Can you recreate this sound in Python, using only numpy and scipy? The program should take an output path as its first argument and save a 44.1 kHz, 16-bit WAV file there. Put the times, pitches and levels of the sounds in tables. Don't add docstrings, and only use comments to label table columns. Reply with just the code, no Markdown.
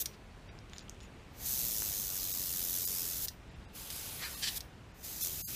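import sys
import numpy as np
from scipy import signal
from scipy.fft import rfft, irfft, next_fast_len
from scipy.io import wavfile
from scipy.ndimage import uniform_filter1d, map_coordinates

SR = 44100
rng = np.random.default_rng(int(sys.argv[2]) if len(sys.argv) > 2 else 0)


def transcribe(u):
    v = np.clip(np.atleast_2d(u).T, -1, 1)
    q = np.round(v * 32767).astype(np.int16)
    wavfile.write(sys.argv[1], SR, q)


def ratio(d):
    e = np.asarray(d, float) / 20
    return 10 ** e


N = 244755


def unit(x):
    return x / np.sqrt(np.mean(x ** 2) + 1e-20)


def along(points, hz):
    f, v = np.transpose(points)
    return np.interp(np.log(hz + 1), np.log(f + 1), v)


def colour(points):
    return lambda hz: ratio(along(points, hz))


def wobble(rate):
    knots = rng.standard_normal(int(N * rate / SR) + 4)
    return map_coordinates(knots, [np.arange(N) * rate / SR])


def held(start, length, rise, fall):
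    t = np.arange(N) / SR
    return np.clip(np.minimum((t - start) / rise, (start + length - t) / fall), 0, 1)


def filtered(x, response):
    m = next_fast_len(N + SR // 2)
    return irfft(rfft(x, m) * response(np.fft.rfftfreq(m, 1 / SR)), m)[..., :N]


def modes(table):
    def response(f):
        total = 0
        for k, (centre, width, db) in enumerate(table):
            band = 1j * f * width
            total = total + (-1) ** k * ratio(db) * band / (centre * centre - f * f + band)
        return total
    return response


def rush(gain, patchy_db):
    z = signal.stft(rng.standard_normal(N), nperseg=512)[2]
    field = uniform_filter1d(rng.standard_normal(z.shape), size=5, axis=0)
    field = uniform_filter1d(field, size=10, axis=1)
    noise = signal.istft(z * ratio(patchy_db * unit(field)), nperseg=512)[1][:N]
    return unit(filtered(noise, gain))


# (frequency [Hz], density [dB/Hz])
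FAN_SPECTRUM = [(12, -47.5), (25, -5.5), (50, 1), (120, -4.5), (250, -11), (500, -16.5), (1000, -20.5),
                (2600, -25), (4500, -32.5), (8000, -39), (13000, -48.5), (15300, -50)]


def fan():
    drift_db = 0.5 * wobble(5)
    return ratio(-52 + drift_db) * rush(colour(FAN_SPECTRUM), patchy_db=0.92)


# (frequency [Hz], t60 [s])
ROOM_DECAY = [(500, 0.83), (4000, 0.17), (14000, 0.226)]


def room(x):
    hz, t, z = signal.stft(rng.standard_normal(SR // 2), SR, nperseg=256)
    decay = ratio(-60 * t / along(ROOM_DECAY, hz)[:, None])
    tail = signal.istft(z * decay, SR, nperseg=256)[1]
    return signal.fftconvolve(x, tail / np.linalg.norm(tail))[:N]


# (time [s], peak level [dB], centre [Hz], sharpness Q [1])
CLAMP_TICKS = [(0.1142, -45, 3000, 2.5), (.14, -52.5, 3200, 1), (0.4907, -46, 3050, 4.1),
               (.589, -41.5, 5000, 4.9), (0.6975, -43.5, 5120, 2.75), (0.7339, -33.5, 3700, 0.85),
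               (0.7635, -41, 4200, 1.18), (0.7721, -42, 4850, 0.82), (0.783, -30, 5490, 2.5),
               (0.793, -36, 5100, 0.83), (0.809, -43, 3430, 0.64), (0.883, -44, 3085, 7.2),
               (0.8957, -29, 6420, 11), (.8961, -39.5, 11500, 1.5), (.7832, -57, 11500, 4),
               (.9462, -51, 6000, 2.2), (1.0044, -40, 4500, 1.3), (1.01, -44.5, 4430, 1.3),
               (1.024, -52.5, 5950, 2.5), (1.0323, -46, 6930, 2.4), (1.8221, -32, 1200, 0.35)]


def clamp_ticks():
    out, t = np.zeros(N), np.arange(SR // 50) / SR
    for s, peak_db, hz, q in CLAMP_TICKS:
        burst = ratio(-60 * t / 0.0035) * rng.standard_normal(len(t))
        crack = signal.lfilter(*signal.iirpeak(hz, q, SR), burst)
        crack = signal.lfilter(*signal.butter(2, min(1.4 * hz, 15000), fs=SR), crack)
        out[round(s * SR):][:len(t)] += ratio(peak_db) * crack / np.abs(crack).max()
    return out


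# (time [s], length [s], level [dB])
CLAMP_TURNS = [
    (.74, 0.0734, -65),
    (1.02, .03, -67),
]
# (frequency [Hz], density [dB/Hz])
RUB_SPECTRUM = [(1200, -26.5), (2500, 8), (5000, 0), (9000, -17.5), (15000, -14)]


def clamp_squeak():
    squeak_hz, fade_s = 6920, 0.034
    squeak = rush(lambda f: 1 / (1 + ((f - squeak_hz) / 200) ** 2), patchy_db=1)
    rub = ratio(3 + 4.5 * wobble(150)) * rush(colour(RUB_SPECTRUM), patchy_db=3.5)
    level = np.zeros(N)
    for s, length, db in CLAMP_TURNS:
        level += ratio(db) * held(s - fade_s, length + 2 * fade_s, fade_s, fade_s) ** 2
    return level * (squeak + rub)


# (time [s], level [dB], rise [s], fall [s], brightness 0-1 [1])
FINGER_STROKES = [
    (.145, -57.5, 0.0355, .02, 0.5),
    (.5, -61, 0.021, .02, 0.2),
    (4.245, -39.5, .05, 0.059, 0.17),
    (4.437, -34, .022, 0.035, 0.97),
    (4.482, -34, 0.041, 0.0236, 0.98),
]
# (centre [Hz], width [Hz], level [dB])
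FLAT_HAND = [(550, 300, -8), (1100, 300, -3), (1750, 450, 3), (2350, 400, 3), (3000, 400, -5),
             (3800, 600, -7), (4600, 700, -8)]
# (centre [Hz], width [Hz], level [dB])
CUPPED_HAND = [(1736, 220, 1.5), (2600, 166, -3.5), (3050, 232, 3), (4620, 700, 0.5), (5760, 310, -0.5),
               (7600, 1700, -9.5)]


def scuff():
    t, hollow = np.arange(N) / SR, modes(CUPPED_HAND)
    dull = rush(modes(FLAT_HAND), patchy_db=2.5)
    sharp = rush(lambda f: hollow(f) / (1 + (1900 / (f + 1)) ** 4), patchy_db=1.0)
    dull_power, sharp_power = np.zeros(N), np.zeros(N)
    for s, db, rise, fall, bright in FINGER_STROKES:
        distance = np.abs((t - s) / np.where(t < s, rise, fall))
        power = ratio(db - 20 * distance ** 1.7) ** 2
        dull_power += (1 - bright) * power
        sharp_power += bright * power
    roughness = ratio(0.56 * wobble(230))
    return roughness * (np.sqrt(dull_power) * dull + np.sqrt(sharp_power) * sharp)


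# (time [s], level [dB], t60 [s])
VALVE_SNAPS = [
    (0.0571, -30.5, 0.026),
    (3.2744, -40, 0.01),
    (3.283, -31, 0.0202),
    (3.9025, -36, .018),
    (4.6057, -37, 0.02),
]
# (centre [Hz], width [Hz], level [dB])
VALVE_BODY = [(1890, 730, -11), (4200, 890, -0.5), (5750, 617, 2.5), (6700, 740, -5), (8660, 910, -4),
              (14500, 1300, -7)]


def valve():
    out, t = np.zeros(N), np.arange(SR // 8) / SR
    for s, db, t60 in VALVE_SNAPS:
        for late_s, gain_db in ((0, 10), (0.0045, 1)):
            burst = ratio(db + gain_db - 60 * t / t60) * rng.standard_normal(len(t))
            out[round((s + late_s) * SR):][:len(t)] += burst
    return filtered(out, modes(VALVE_BODY))


# (time [s], air flow [dB])
TRIGGER_BURSTS = [
    [(0.0, -38.5), (0.018, -34), (0.026, -40)],
    [(1.3, -86), (1.41, -49.5), (1.45, -44), (1.462, -37), (2.1, -40.5), (2.9, -38.5), (3.2, -41.5),
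     (3.25, -36.5), (3.258, -40.5)],
    [(3.72, -82), (3.756, -50), (3.897, -51), (3.905, -46), (3.96, -45.5), (4.25, -48.5), (4.55, -47),
     (4.571, -37.5), (4.582, -41.5)],
    [(4.945, -73), (5.028, -58.5), (5.045, -45.5), (5.2, -46.5), (5.212, -39), (5.235, -36), (5.278, -39),
     (5.288, -43), (5.55, -43.5)],
]


def trigger():
    t, shut_s, shut_db = np.arange(N) / SR, 0.013, -120
    flow_db = np.full(N, float(shut_db))
    for burst in TRIGGER_BURSTS:
        opening, closed = (burst[0][0] - shut_s, shut_db), (burst[-1][0] + shut_s, shut_db)
        s, db = np.transpose([opening, *burst, closed])
        flow_db = np.maximum(flow_db, np.interp(t, s, db))
    return flow_db


# (time [s], length [s], flutter depth [dB], first drop rate [Hz], settled drop rate [Hz])
PAINT_SPURTS = [
    (0, .03, -1, 108, 110),
    (1.468, 1.76, 11, 146.6, 88.5),
    (3.9, .09, 4.5, 59.6, 60),
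    (5.207, 0.125, 11, 88.8, 60),
]


def paint():
    t, settle_s, wet_s, dry_s = np.arange(N) / SR, 0.27, 0.075, 0.116
    rate, depth_db = np.zeros(N), np.full(N, 2.5)
    for s, length, db, first_hz, settled_hz in PAINT_SPURTS:
        settling = settled_hz + (first_hz - settled_hz) * np.exp(-np.abs(t - s) / settle_s)
        rate = np.where(t >= s, settling, rate)
        wetness = held(s, length, min(wet_s, length / 3), min(dry_s, length / 3))
        depth_db = np.maximum(depth_db, db * wetness)
    return rate, depth_db


def flutter():
    rate, depth_db = paint()
    turns = np.cumsum(rate * (1 + 0.0274 * wobble(40))) / SR + 0.3
    size = 1 + 0.15 * rng.standard_normal(1000)[turns.astype(int)]
    swell = uniform_filter1d((turns % 1) ** 2, size=50) - 0.36
    return ratio(depth_db * size * swell + 0.26 * wobble(30) + 0.31 * wobble(300))


# (frequency [Hz], density [dB/Hz])
AIR_HISS = [(410, -11.5), (700, -16.5), (967, -32.5), (1690, -16), (2020, -17), (6070, -5), (10700, -0.5),
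            (14200, 4.5), (15400, 1.5)]
# (frequency [Hz], density [dB/Hz])
AIR_HISS_ASIDE = [(410, -41), (700, -20), (2500, -13), (3300, -6), (6000, -5.5), (9000, -3), (11500, -0.5),
                  (15300, -2)]
# (frequency [Hz], density [dB/Hz])
WET_BODY = [(700, -34), (1600, -35), (2400, -31), (3400, -10), (3850, -6), (5200, -3.5), (6200, 2),
            (8000, -5), (10000, -31), (13000, -5.5)]
# (frequency [Hz], density [dB/Hz])
WORK_WASH = [(150, 8), (300, -3), (700, -1), (1300, -4), (2400, 0.5), (3150, 2.5), (3600, 1), (5000, 1),
             (7000, -21.5)]


def jet():
    t, flow_db, full_db = np.arange(N) / SR, trigger(), -39
    aside = (t > 3.5) & (t < 4.75)
    hiss = rush(colour(AIR_HISS), patchy_db=1.0)
    hiss_aside = ratio(0.2) * rush(colour(AIR_HISS_ASIDE), patchy_db=1.0)
    hiss = np.where(aside, hiss_aside, hiss)
    body = rush(colour(WET_BODY), patchy_db=-2.0)
    wash = rush(lambda hz: ratio(along(WORK_WASH, hz) - 60 * (hz < 90)), patchy_db=2.5)
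    body_db = -7 + 0.22 * np.clip(full_db - flow_db, -5, 30) - 4.5 * aside
    wash_db = -19 + 0.98 * np.clip(full_db - flow_db, -5, 9) + 2.5 * aside
    pulse = flutter()
    spray = pulse * (hiss + ratio(body_db) * body)
    return ratio(flow_db + 3) * (spray + np.sqrt(pulse) * ratio(wash_db) * wash)


def scene():
    near = jet() + scuff() + valve() + clamp_ticks() + clamp_squeak()
    return np.tile(near + ratio(-11) * room(near) + fan(), (2, 1))


# (time [s], length [s], how far the step follows the spectrum 0-1 [1], spared
# below [Hz], all lost from there up to [Hz])
THIN_MOMENTS = [(0.308, .012, 0.8, 4000, 200), (0.501, .03, 0.74, 3500, 200), (0.626, 0.012, .8, 3000, 200),
                (0.814, .012, 0.3, 7000, 200), (2.331, .016, 0.78, 220, 200), (2.862, .015, 0.76, 220, 200),
                (3.293, 0.011, 1, 220, 1700), (3.503, .012, 0.55, 3800, 200), (3.547, .012, 0.6, 2200, 200),
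                (3.667, .03, 0.9, 2700, 200), (4.251, .014, 0.87, 220, 910), (4.361, .016, 0.54, 700, 200),
                (4.933, .012, 0.3, 5500, 200), (5.231, .016, .95, 300, 200),
                (5.447, 0.056, 0.83, 220, 2800)]


def thin_out(x):
    hz, t, z = signal.stft(x, SR, nperseg=1024, noverlap=768)
    for s, length, follow, spared_hz, lost_hz in THIN_MOMENTS:
        frames = np.abs(t - s) <= length / 2
        size = np.sqrt(np.mean(np.abs(z[:, frames]) ** 2, axis=1)) + 1e-12
        trend = uniform_filter1d(size, size=40)
        step = ratio(2.5) * trend ** follow * np.percentile(trend, 70) ** (1 - follow)
        kept = ratio(5.5) / (1 + (step / size) ** 24) * (hz > lost_hz)
        z[:, frames] *= np.where(hz < spared_hz, 1, kept)[:, None]
    faint_hz, f = 12700, hz[:, None]
    size = uniform_filter1d(uniform_filter1d(np.abs(z), size=3, axis=0), size=5, axis=1)
    floor = ratio(-112.5 + (f - faint_hz) * 0.001)
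    z *= np.where(f > faint_hz, 1 / (1 + (floor / (size + 1e-12)) ** 12), 1)
    return signal.istft(z, SR, nperseg=1024, noverlap=768)[1][:N]


def band_limit(x):
    return signal.sosfilt(signal.butter(12, 16510, fs=SR, output="sos"), x)


def record(dry):
    top_hz = 15280
    mono = filtered(thin_out(dry[0]), lambda hz: ratio(-0.6 * np.maximum(hz - top_hz, 0)))
    return band_limit(np.tile(mono, (2, 1)))


dry = scene()
out = record(dry)
transcribe(out)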